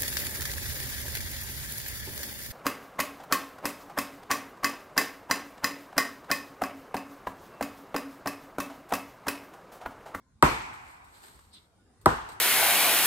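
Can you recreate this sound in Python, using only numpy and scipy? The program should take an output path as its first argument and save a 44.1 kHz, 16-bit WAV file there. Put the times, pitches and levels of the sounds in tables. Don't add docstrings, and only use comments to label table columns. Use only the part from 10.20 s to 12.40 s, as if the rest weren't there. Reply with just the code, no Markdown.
import sys
import numpy as np
from scipy import signal
from scipy.fft import rfft, irfft
from scipy.io import wavfile
from scipy.ndimage import uniform_filter1d

SR = 44100
rng = np.random.default_rng(int(sys.argv[2]) if len(sys.argv) > 2 else 0)


def wav_out(sig):
    wavfile.write(sys.argv[1], SR, np.round(np.clip(np.atleast_2d(sig).T, -1, 1) * 32767).astype(np.int16))


N = 97020

# f/Hz, likeness (1 same, 0 unrelated, -1 opposite)
ECHO_LIKENESS = [(60, 0.85), (180, 0.77), (550, -0.11), (1650, -0.45), (4970, 0.17), (15000, -0.14)]
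# f/Hz, relative level per Hz/dB
RUSTLE_COLOUR = [(240, -18), (400, -3.5), (690, -11), (858, -3.5), (1750, -7.5), (2550, -14), (4260, -9.5),
                 (6090, -20), (8580, -5), (10000, -30.5), (11500, -10.5), (15300, -29), (16500, -36)]


def gain_of(db):
    return 10 ** (np.asarray(db) / 20)


def evened(x):
    return x / np.sqrt(np.mean(x ** 2) + 1e-20)


def read(points, hz):
    f, value = np.transpose(points)
    return np.interp(np.log(hz + 1), np.log(f + 1), value)


def level(table):
    rows = np.array(table)
    return gain_of(np.interp(np.arange(N) / SR, rows[:, 0], rows[:, 1], -200, -200))


def add(mix, start, sound):
    part = mix[:, round(start * SR):][:, :sound.shape[1]]
    part += sound[:, :part.shape[1]]


def hiss(colour, likeness, patchy_db, t60=None, size=512):
    hop = size // 4
    frames, hz = N // hop + 5, np.fft.rfftfreq(size, 1 / SR)
    a, b, c, d, patches = rng.standard_normal((frames, len(hz), 5)).T
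    patches = uniform_filter1d(patches, size=9, axis=0)
    patches = evened(uniform_filter1d(patches, size=7, axis=1))
    alike = np.clip(read(likeness, hz), -1, 1)[:, None]
    left = a + 1j * b
    right = alike * left + np.sqrt(1 - alike ** 2) * (c + 1j * d)
    spectra = np.array([left, right]) * gain_of(read(colour, hz)[:, None] + patchy_db * patches)

    def to_sound(z):
        return signal.istft(z, nperseg=size, noverlap=size - hop)[1][:, :N]

    steady = to_sound(spectra)
    if t60 is None:
        return evened(steady)
    fade_db = -60 * np.arange(frames) * hop / SR / read(t60, hz)[:, None]
    return to_sound(spectra * gain_of(fade_db)) / steady.std()


def resonate(x, hz, width_hz):
    turn = np.exp(2j * np.pi * np.cumsum(hz * np.ones(N)) / SR)
    r = np.exp(-np.pi * width_hz / SR)
    smooth = signal.lfilter([(1 - r) ** 2], [1, -2 * r, r ** 2], x / turn)
    return 2 * (turn * smooth).real


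def rumble():
    # f/Hz, relative level per Hz/dB
    floor_colour = [(15, -51.5), (25, -22), (65, -4.5), (159, -16.5), (208, -14), (266, -15.5),
                    (617, -25.5), (746, -23.5), (1430, -28), (2600, -37.5), (9850, -39.5), (12900, -56),
                    (16500, -67.5)]
    # f/Hz, likeness from -1 to 1
    floor_likeness = [(60, 0.84), (180, 0.93), (550, 0.67), (1650, 0.36), (4970, -0.15), (15000, -0.07)]
    # t/s, level change/dB
    floor_swell = [(0, -6), (.6, 1), (1.2, 0.5), (1.5, -3.5), (2.2, 7)]
    noise = hiss(floor_colour, floor_likeness, patchy_db=4.0, size=2048)
    return gain_of(-61.5) * level(floor_swell) * noise


def tick(tick_db):
    # f/Hz, relative level per Hz/dB
    crack_colour = [(1500, -26.5), (2500, -4), (3100, -5), (4500, 0), (6800, -14.5), (8200, -2.5),
                    (9900, -16), (12000, -6.5), (14000, -16), (15100, -9.5), (16500, -27)]
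    base_db, t60_s, rise_s = -17.5, .012, .0012
    likeness, left_lag_s = .9, .00009
    t, hz = np.arange(4096) / SR, np.fft.rfftfreq(4096, 1 / SR)
    a, b = rfft(rng.standard_normal((2, 4096)))
    left = a * np.exp(-2j * np.pi * hz * left_lag_s)
    right = likeness * a + np.sqrt(1 - likeness ** 2) * b
    crack = evened(irfft(np.array([left, right]) * gain_of(read(crack_colour, hz))))
    return crack * np.minimum(t / rise_s, 1) * gain_of(base_db + tick_db - 60 * t / t60_s)


def steel_ring(ear_times, ring_db):
    # f/Hz, level before the blow's ring setting/dB, time to fall 60 dB/s
    steel_tones = [(8190, -26, 0.0308), (8700, -31, 0.021)]
    return sum(gain_of(ring_db + db - 60 * ear_times / t60) * np.sin(2 * np.pi * hz * ear_times)
               for hz, db, t60 in steel_tones)


def wood_knock(ear_times, pitch, off_centre):
    # f before the pitch factor/Hz, level/dB, change when fully off-centre/dB,
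    # time to fall 60 dB/s, swell time/s, left minus right/dB
    wood_tones = [(44, -33.5, -3, 0.46, .03, -1), (62, -33.5, 1, 0.44, .02, -1),
                  (72, -10.5, -1.5, 0.087, 0.0081, 0.5), (147.1, -10.5, -2, 0.071, 0.004, -1.5),
                  (237.4, -15, 3, 0.065, .005, 0.5), (346.6, -5, 2, 0.038, 0.0026, -2.5),
                  (480, -17, 2, 0.054, .003, 0.5), (633, -14.5, 6, 0.041, 0.00052, 0),
                  (784, -16, 7, 0.057, .001, -1), (977, -6.5, -4, 0.075, .001, 2.5),
                  (1150, -6.5, -3.5, 0.024, 0.00049, 4), (1223, -5, 3, 0.02, 0.00027, 3.5),
                  (1525, -16, -1.5, 0.039, 0.00029, -9), (1950, -17.5, -3, .04, .0004, 4),
                  (2400, -24.5, -4, 0.02, 0.0012, -3.5)]
    late = (ear_times - .001).clip(0)
    knock = 0
    for hz, db, shift_db, t60, swell_s, pan_db in wood_tones:
        side_db = np.array([[pan_db], [-pan_db]]) / 2
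        fade = gain_of(db + off_centre * shift_db - 60 * late / t60 + side_db)
        swell = (1 - np.exp(-late / swell_s)) ** 2
        knock = knock + fade * swell * np.sin(2 * np.pi * hz * pitch * late)
    return knock


def wood_echo(echo_db, bright_db, treble_db):
    # f/Hz, relative level per Hz/dB
    near_colour = [(24, -38), (40, -5.5), (118, -10.5), (245, -5), (690, -11), (981, -4.5), (1060, -4),
                   (1990, -17), (2370, -22), (6660, -34), (8360, -27), (10200, -39), (12800, -30),
                   (13800, -75), (16500, -107)]
    far_colour = [(24, -41), (40, 1.5), (164, -10.5), (206, -15.5), (358, -3), (485, -20), (844, -1.5),
                  (1750, -9.5), (2370, -12), (3730, -21.5), (8570, -24.5), (10200, -39.5), (12500, -33),
                  (15300, -46), (16500, -61.5)]
    # f/Hz, time to fall 60 dB/s
    near_t60 = [(60, 0.3), (150, .25), (300, 0.28), (1000, 0.44), (2000, 0.5), (4000, 0.65), (10000, 0.44)]
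    far_t60 = [(60, 1.5), (200, 0.79), (400, 1.12), (1000, 1.73), (2400, 1.39), (4000, 1.05), (10000, 1.1)]
    # f/Hz, likeness from -1 to 1
    near_likeness = [(60, 0.046), (180, 0.93), (550, 0.18), (1650, -0.18), (4970, -0.0), (15000, -0.36)]
    patchy_db, rise_s = 1.18, .006
    echo = gain_of(-16) * hiss(near_colour, near_likeness, patchy_db, near_t60)
    echo = echo + gain_of(-31.5) * hiss(far_colour, ECHO_LIKENESS, patchy_db, far_t60)
    hz = np.fft.rfftfreq(N, 1 / SR)
    bright_band = np.exp(-((hz - 2340) / 400) ** 2)
    treble = 1 / (1 + (3100 / (hz + 1)) ** 4)
    echo = irfft(rfft(echo) * gain_of(bright_db * bright_band + treble_db * treble), N)
    rise = (1 - np.exp(-np.arange(N) / SR / rise_s)) ** 2
    return gain_of(echo_db) * rise * echo


def blow(start, db, tick_db, ring_db, pitch, off_centre, echo_db, bright_db, treble_db):
    left_lag_s = .00012
    t = np.arange(N) / SR
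    ear_times = np.array([t - left_lag_s, t]).clip(0)
    sound = steel_ring(ear_times, ring_db) + wood_knock(ear_times, pitch, off_centre)
    sound = sound + wood_echo(echo_db, bright_db, treble_db)
    add(sound, 0, tick(tick_db))
    return start, gain_of(db) * sound


def rustle():
    # t/s, level/dB
    rustle_level = [(0.5, -82), (0.55, -60), (0.604, -66.5), (0.706, -58), (0.824, -72), (0.844, -67.5),
                    (0.916, -63.5), (0.958, -57), (1.014, -59.5), (1.032, -52.5), (1.306, -67.5),
                    (1.328, -70), (1.34, -62), (1.4, -67), (1.534, -80.5), (1.8, -90)]
    grains = gain_of(1.4 * rng.exponential(1, N // 40 + 1)).repeat(40)[:N]
    grains = uniform_filter1d(grains, size=60)
    noise = hiss(RUSTLE_COLOUR, ECHO_LIKENESS, patchy_db=-0.5, size=256)
    return level(rustle_level) * evened(grains * noise)


def snap(start, db, t60, tilt_db):
    rise_s = 0.0016
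    t, hz = np.arange(8192) / SR, np.fft.rfftfreq(8192, 1 / SR)
    colour = gain_of(read(RUSTLE_COLOUR, hz) + tilt_db * np.log2(hz.clip(800) / 4000))
    noise = evened(irfft(rfft(rng.standard_normal((2, 8192))) * colour))
    return start, noise * np.minimum(t / rise_s, 1) * gain_of(db - 6 - 60 * t / t60)


def slide():
    # t/s, level/dB, resonance f/Hz
    slide_path = [(.91, -89, 4100), (.955, -61, 4000), (1.0, -82, 3900), (1.3, -87, 4400),
                  (1.322, -68.5, 4300), (1.336, -55, 4200), (1.36, -53.5, 3830), (1.385, -57, 3700),
                  (1.4, -67, 3750), (1.44, -71, 3850), (1.471, -77, 3730)]
    squeak_s, squeak_length_s, squeak_db = 1.342, 0.015, -2
    times, _, resonance_hz = np.transpose(slide_path)
    noise, t = rng.standard_normal((2, N)), np.arange(N) / SR
    rub = evened(resonate(noise, np.interp(t, times, resonance_hz), width_hz=1340))
    brief = np.exp(-((t - squeak_s) / squeak_length_s) ** 2)
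    squeak = brief * evened(resonate(noise, 8460, width_hz=600))
    return level(slide_path) * (rub + gain_of(squeak_db) * squeak)


def peep(start, length, hz, db):
    t = np.arange(0, length, 1 / SR)
    arch = np.sqrt(np.sin(np.pi * t / length))
    return start, np.ones((2, 1)) * gain_of(db) * arch * np.sin(2 * np.pi * hz * t)


def scene():
    # t/s, level change/dB, tick change/dB, steel ring change/dB, pitch factor,
    # off-centre 0-1, echo change/dB, its bright band change/dB, its treble change/dB
    blows = [(0.225, 1.5, 3.5, 0.5, .99, 0.5, -1.5, 5, 0.5), (1.8586, 0, 4, -7, 1.01, 1, -3, -4, -4.5)]
    # t/s, level (6 dB above the starting rms)/dB,
    # time to fall 60 dB/s, tilt/dB per octave
    snaps = [(0.5356, -45, 0.057, 0), (0.8454, -55, 0.091, 5), (1.0359, -43.5, 0.11, -2.5),
             (1.0813, -43.5, 0.052, 0), (1.1896, -46, 0.053, -1.5), (1.8121, -53, 0.11, 3.5),
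             (2.0874, -34.5, 0.13, -2.5), (2.1177, -42, 0.15, -0.5)]
    # t/s, length/s, f/Hz, level/dB
    note = (1.583, .05, 1450, -71)
    mix = rumble() + rustle() + slide()
    for row in blows:
        add(mix, *blow(*row))
    for row in snaps:
        add(mix, *snap(*row))
    add(mix, *peep(*note))
    return mix


def record(dry):
    bass_cut = signal.butter(4, 38, "high", fs=SR, output="sos")
    cut = signal.sosfilt(bass_cut, dry)
    band_limit = signal.firwin(511, 16800, window=("kaiser", 9), fs=SR)
    return signal.oaconvolve(cut, band_limit[None], "same")


dry = scene()
out = record(dry)
wav_out(out)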